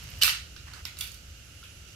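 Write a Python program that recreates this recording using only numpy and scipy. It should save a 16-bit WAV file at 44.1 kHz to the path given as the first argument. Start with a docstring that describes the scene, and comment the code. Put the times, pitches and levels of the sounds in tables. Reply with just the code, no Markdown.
"""Toy train on wooden track

A plastic car is pulled off its magnet coupling, tips over and clatters: each blow rings its shell.
Hands slide it with a grainy rub, pick it up and click it against a second car; hands and knees bump
the hard floor. The cars lie a little to the right in a living room, over low rumble and faint hiss."""
import sys
import numpy as np
from scipy import signal
from scipy.fft import rfft, irfft, next_fast_len
from scipy.io import wavfile
from scipy.ndimage import uniform_filter1d

SR = 44100
rng = np.random.default_rng(int(sys.argv[2]) if len(sys.argv) > 2 else 0)


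def wrap_up_sound(samples):
    """Save the sound to the file named by the first command line argument, as 16-bit audio."""
    columns = np.atleast_2d(samples).T
    # keep every value between -1 and 1, then stretch to whole-number steps
    tamed = np.clip(columns, -1, 1)
    steps = np.round(tamed * 32767).astype(np.int16)
    wavfile.write(sys.argv[1], SR, steps)


N = 85995
ROOM_PAN_DB, ROOM_BUILD_S = -5, 0.0036


def amp(db):
    """Decibels to gain."""
    return 10 ** (np.asarray(db) / 20)


def unit(x):
    """Scale to rms 1."""
    return x / np.sqrt(np.mean(x ** 2) + 1e-20)


def along(points, hz):
    """Read a curve of (frequency, value) points on a log axis."""
    f, v = np.transpose(points)
    return np.interp(np.log(hz + 1), np.log(f + 1), v)


def pan(db):
    """Stereo gains for left minus right in dB; negative leans right."""
    return amp(np.array([[.5], [-.5]]) * db)


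def filtered(x, response):
    """Apply a frequency response to x."""
    n = x.shape[-1]
    m = next_fast_len(2 * n)
    return irfft(rfft(x, m) * response(np.fft.rfftfreq(m, 1 / SR)), m)[..., :n]


def eq(x, points):
    """Minimum-phase EQ through (f/Hz, level/dB) points: no ringing ahead of a hit."""
    def response(hz):
        cepstrum = irfft(np.log(amp(along(points, hz))))
        half = len(cepstrum) // 2
        cepstrum[1:half] *= 2
        cepstrum[half + 1:] = 0
        return np.exp(rfft(cepstrum))
    return filtered(x, response)


def add(out, x, start):
    """Mix x into out from start, in seconds."""
    i = max(round(start * SR), 0)
    out[:, i:i + x.shape[-1]] += x[:, :N - i]


def narrow_noise(centre_hz, width_hz):
    """Stereo noise of rms 1 in one narrow resonance."""
    noise = rng.standard_normal((2, N))
    return unit(filtered(noise, lambda hz: 1 / (1 + ((hz - centre_hz) / width_hz) ** 2)))


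# Stereo image of the noise: f/Hz, left-right correlation
STEREO_LIKENESS = [(50, 1), (130, 0.9), (300, 0.92), (1000, 0.4), (3000, 0.045), (10000, 0.037)]
def wide_noise(spectrum):
    """Shaped noise of rms 1, nearly mono in the bass and wide on top."""
    def mid_side(hz):
        angle = np.arccos(np.clip(along(STEREO_LIKENESS, hz), -1, 1)) / 2
        return amp(along(spectrum, hz)) * [np.cos(angle), np.sin(angle)]
    mid, side = filtered(rng.standard_normal((2, N)), mid_side)
    return unit(np.array([mid + side, mid - side]))


# Rumble spectrum: f/Hz, level/dB
RUMBLE_EQ = [(38, -21), (54, 1), (78, -0.5), (98, -5.5), (122, -7.5), (180, -17.5), (300, -32.5),
             (600, -28.5), (1200, -45.5)]
# Rumble fader moves: t/s, level/dB
RUMBLE_FADER = [(0.0, -46.5), (0.172, -42), (0.336, -50), (0.482, -48.5), (1.95, -51)]
def rumble():
    """The room's low bed, swelling briefly near the start."""
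    level_db = np.interp(np.arange(N) / SR, *np.transpose(RUMBLE_FADER))
    return amp(level_db) * wide_noise(RUMBLE_EQ)


# Hiss spectrum: f/Hz, level/dB
HISS_EQ = [(300, 3.5), (1020, -12), (1400, 5), (1800, -2.5), (2300, 1.5), (2850, 6), (3500, 0), (6300, 1.5),
           (8000, -5.5), (9500, -14.5), (11000, -8), (13000, -13.5), (15500, -33)]
def hiss(level_db=-53.5):
    """A faint, steady layer of air."""
    return pan(ROOM_PAN_DB) * amp(level_db) * wide_noise(HISS_EQ)


# Whines in the hiss: f/Hz, width/Hz, level/dB, start/s, end/s
WHINE_BANDS = [(2840, 140, -62, 0, 2.0), (11050, 300, -69, 1.41, 1.85)]
def whines(fade_s=0.05):
    """Two thin bands of noise that fade in and out."""
    t, out = np.arange(N) / SR, np.zeros((2, N))
    for hz, width_hz, db, start, end in WHINE_BANDS:
        fade = np.clip(np.minimum(t - start, end - t) / fade_s, 0, 1)
        out += amp(db) * fade * narrow_noise(hz, width_hz)
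    return pan(ROOM_PAN_DB) * out


# Hands and knees on the floor: t/s, level/dB
FLOOR_BUMPS = [(0.641, -45.5), (.822, -38), (1.279, -39)]
def floor_bumps(hz=76, t60_s=0.093, rise_s=0.0062):
    """A soft push makes the floor swing for a few cycles."""
    t, out = np.arange(SR // 4) / SR, np.zeros((2, N))
    envelope = (1 - np.exp(-t / rise_s)) * amp(-60 * t / t60_s)
    swing = envelope * np.sin(2 * np.pi * hz * t)
    for start, db in FLOOR_BUMPS:
        add(out, amp(db) * swing[None] / np.abs(swing).max(), start)
    return out


# Wheel tick cues: t/s
TICK_TIMES = [0.039, 0.104, 0.19]
def wheels(level_db=-54, tick_s=0.007):
    """Tiny high ticks of the wheels as the car rolls."""
    t = np.arange(N) / SR
    ticks = sum(np.exp(-((t - cue) / tick_s) ** 2) for cue in TICK_TIMES)
    return amp(level_db) * ticks * narrow_noise(centre_hz=12100, width_hz=810)


# Spectrum of plastic rubbing on wood: f/Hz, level/dB
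FRICTION_EQ = [(300, -14.5), (900, -3), (1300, 3.5), (2450, 3), (2850, 6), (3300, -3.5), (5500, -0.5),
               (9000, -13.5), (12400, -14.5), (13500, -28)]
# Pushes of the car: t/s, length/s, level/dB, low grind/dB
STROKES = [(-.03, 0.27, -49, -6), (0.648, 0.18, -51.5, 4.5), (1.856, 0.1, -56, -14)]
def slides(fade_s=0.028, roughness_db=2.5):
    """Grainy friction while a car is pushed over the wood."""
    t, out = np.arange(N) / SR, np.zeros((2, N))
    for start, length, db, grind_db in STROKES:
        fade = np.clip(np.minimum(t - start, start + length - t) / fade_s, 0, 1)
        grain = amp(roughness_db * unit(uniform_filter1d(rng.standard_normal(N), size=90)))
        rub = eq(wide_noise(FRICTION_EQ), [(1800, grind_db), (3000, 0)])
        out += amp(db) * fade * unit(grain * rub)
    return pan(ROOM_PAN_DB) * out


# Living-room decay: f/Hz, t60/s
REVERB_DECAY = [(200, 0.11), (1400, 0.4), (2500, 0.37), (7000, 0.38), (12000, 0.23)]
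# Tone of the reverb: f/Hz, level/dB
REVERB_EQ = [(900, 1), (1500, 0), (2350, 6), (3100, 3), (4500, -3.5), (8000, -1.5), (14500, 0)]
def room(x, return_db=1):
    """A fresh diffuse tail for each ear; the bass and the very top die first."""
    hz, t, spectra = signal.stft(rng.standard_normal((2, SR // 2)), SR, nperseg=256)
    decay = amp(-60 * t / along(REVERB_DECAY, hz)[:, None])
    tail = signal.istft(spectra * decay, SR, nperseg=256)[1]
    tail *= 1 - np.exp(-np.arange(tail.shape[1]) / SR / ROOM_BUILD_S)
    tail = eq(tail / np.linalg.norm(tail[0]), REVERB_EQ)
    return amp(return_db) * pan(ROOM_PAN_DB) * signal.fftconvolve(x, tail, axes=1)


# Lingering resonances: f/Hz, level/dB
LINGERING_MODES = [(1505, -30.5), (2350, -27.5), (2649, -28), (2770, -31), (3789, -32), (3887, -36),
                   (4063, -33), (4465, -32), (4771, -34)]
def after_ring(t60_s=0.34):
    """Faint tones that hang on after a blow, in a new phase each time."""
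    t = np.arange(SR // 2) / SR
    hz, db = np.transpose(LINGERING_MODES)[:, :, None]
    tones = amp(db) * np.sin(2 * np.pi * (hz * t + rng.random(hz.shape)))
    return tones.sum(0) * amp(-60 * t / t60_s) * (1 - np.exp(-t / ROOM_BUILD_S))


def part_note(hz, attack_s, t60_s=0.023):
    """The brief ping of the struck part, at rms 1."""
    t = np.arange(SR // 10) / SR
    envelope = (1 - np.exp(-t / attack_s)) * amp(-60 * t / t60_s)
    return unit(envelope * np.sin(2 * np.pi * hz * t))


# Modes of a car on the track: f/Hz, level/dB, t60/s
SHELL_MODES = [(1233, -7, 0.014), (1449, -6, 0.027), (2825, -5, 0.012), (3754, 0.5, 0.023),
               (4220, 9.5, 0.0087), (4696, 2, 0.029), (5460, -8, 0.034), (8110, -4, 0.012),
               (12320, 10.5, 0.0046)]
# Spectrum of a blow's noisy transient: f/Hz, level/dB
CRACK_EQ = [(150, -16.5), (600, -18.5), (1300, -7), (1900, -5.5), (2700, 0), (5000, 5.5), (7200, -3),
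            (12500, -7), (15500, -13.5)]
def shell_hit(attack_s, crack_db=4, crack_t60_s=0.016, scatter_db=0.5, pitch_scatter=0.012):
    """One blow on the shell: short modes, varied per hit, and a crack that differs at each ear."""
    t = np.arange(SR // 10) / SR
    hz, db, t60 = np.transpose(SHELL_MODES)[:, :, None]
    detune, softer, phase = rng.standard_normal((3, len(hz), 1))
    tones = np.sin(2 * np.pi * (hz * (1 + pitch_scatter * detune) * t + phase))
    ring = (amp(db - scatter_db * softer - 60 * t / t60) * tones).sum(0)
    noise = rng.standard_normal((3, len(t)))  # left, right, shared
    crack = eq((noise[:2] + noise[2]) * amp(-60 * t / crack_t60_s), CRACK_EQ)
    blow = (unit(ring) + amp(crack_db) * unit(crack)) * (1 - np.exp(-t / attack_s))
    onset_rms = np.sqrt(np.mean(blow[:, :SR // 500] ** 2))  # first 2 ms
    return 0.5 * blow / onset_rms


# Hits of cars and track: t/s, level/dB, wooden knock/dB, clack/dB, treble/dB, pan/dB,
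# struck part's f/Hz, its level over the shell/dB, reverb send/dB
HITS = [(0.2138, -26, 3, 8, -2, -5, 4440, -8, 6), (0.2175, -18.5, -1.5, 5, -2, -7, 3100, -9, -3),
        (0.2220, -10, -13, 0.5, -3, -3, 2960, 2, -0.5), (0.2270, -16.5, -13, 2, 0.5, -11, 2930, -12, -2.5),
        (0.2338, -9, 0.5, -3.5, 3.5, -2.5, 4170, -4, -1), (0.2450, -17, 0, 1.5, -1, 9, 3750, -9.5, -0.5),
        (0.2520, -22.5, 2, 4.5, 8, -9, 2640, -1.5, 4.5), (0.2784, -18, 7.5, 5, -1.5, -3, 1278, -15.5, 2),
        (0.293, -21, 1.5, 2, -2.5, 7, 2380, -8, 2), (0.563, -38, 4.5, 4, -12, -10, 1520, -13, 1),
        (0.7354, -33, 7, -7, -5.5, -6, 4320, -3, -0.5), (0.8524, -26.5, 4.5, 2.5, -3, -6.5, 5290, -2.5, 0),
        (0.9698, -37, 2, 1.5, -2, 0, 4020, -9, 1), (0.9875, -34.5, 2, -2.5, 10.5, -6.5, 6940, -8, 2),
        (1.0091, -27, -4, 1, 5.5, -7, 3600, -1.5, 2.5), (1.0117, -28, -1, 3.5, -6, 4, 3360, -1, 0),
        (1.0739, -36.5, 1, -6, 3.5, -4, 3670, -6, 2), (1.117, -43.5, 0, -11, 5, -7, 6720, -3.5, 4),
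        (1.1433, -40.5, -15, -14, 3.5, -5, 3680, -3, -1), (1.6282, -48.5, 10, 5, -22, -8, 1400, -3, -1),
        (1.6365, -47.5, 14.5, 13, 6, 3, 3480, -8, 0)]
def cars(full_attack_s=0.000087, left_lead_s=0.000031):
    """Clatter and clicks: each hit has its own strength and tone, and gentle ones start softly."""
    out = np.zeros((2, N))
    lead_s = np.array([[left_lead_s], [0]])
    for start, db, knock_db, clack_db, treble_db, pan_db, part_hz, part_db, send_db in HITS:
        tone = [(500, 0), (1100, knock_db), (1500, knock_db), (2500, clack_db), (3200, clack_db),
                (4000, 0), (5500, 0), (8500, treble_db)]
        attack_s = full_attack_s / np.sqrt(amp(db))
        shell = shell_hit(attack_s)
        ping = amp(part_db) * shell.std() * part_note(part_hz, attack_s)
        direct = filtered(eq(shell + ping, tone), lambda hz: np.exp(2j * np.pi * hz * lead_s))
        add(out, amp(db) * pan(pan_db) * direct, start)
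        send = eq(shell_hit(attack_s), tone)  # the room hears the shell from another side
        add(out, amp(db + send_db) * room(send), start)
        add(out, amp(db) * pan(ROOM_PAN_DB) * after_ring(), start)
    return out


def scene(treble_pan_db=-7.5):
    """The toy and the floor over the room's bed; the treble leans further right."""
    mix = cars() + slides() + wheels() + floor_bumps() + whines() + rumble() + hiss()
    return filtered(mix, lambda hz: pan(along([(5000, 0), (12000, treble_pan_db)], hz)))


def record(dry, cutoff_hz=15750):
    """A steep high cut on the whole mix."""
    return filtered(dry, lambda hz: 1 / (1 + (hz / cutoff_hz) ** 200))


dry = scene()
out = record(dry)
wrap_up_sound(out)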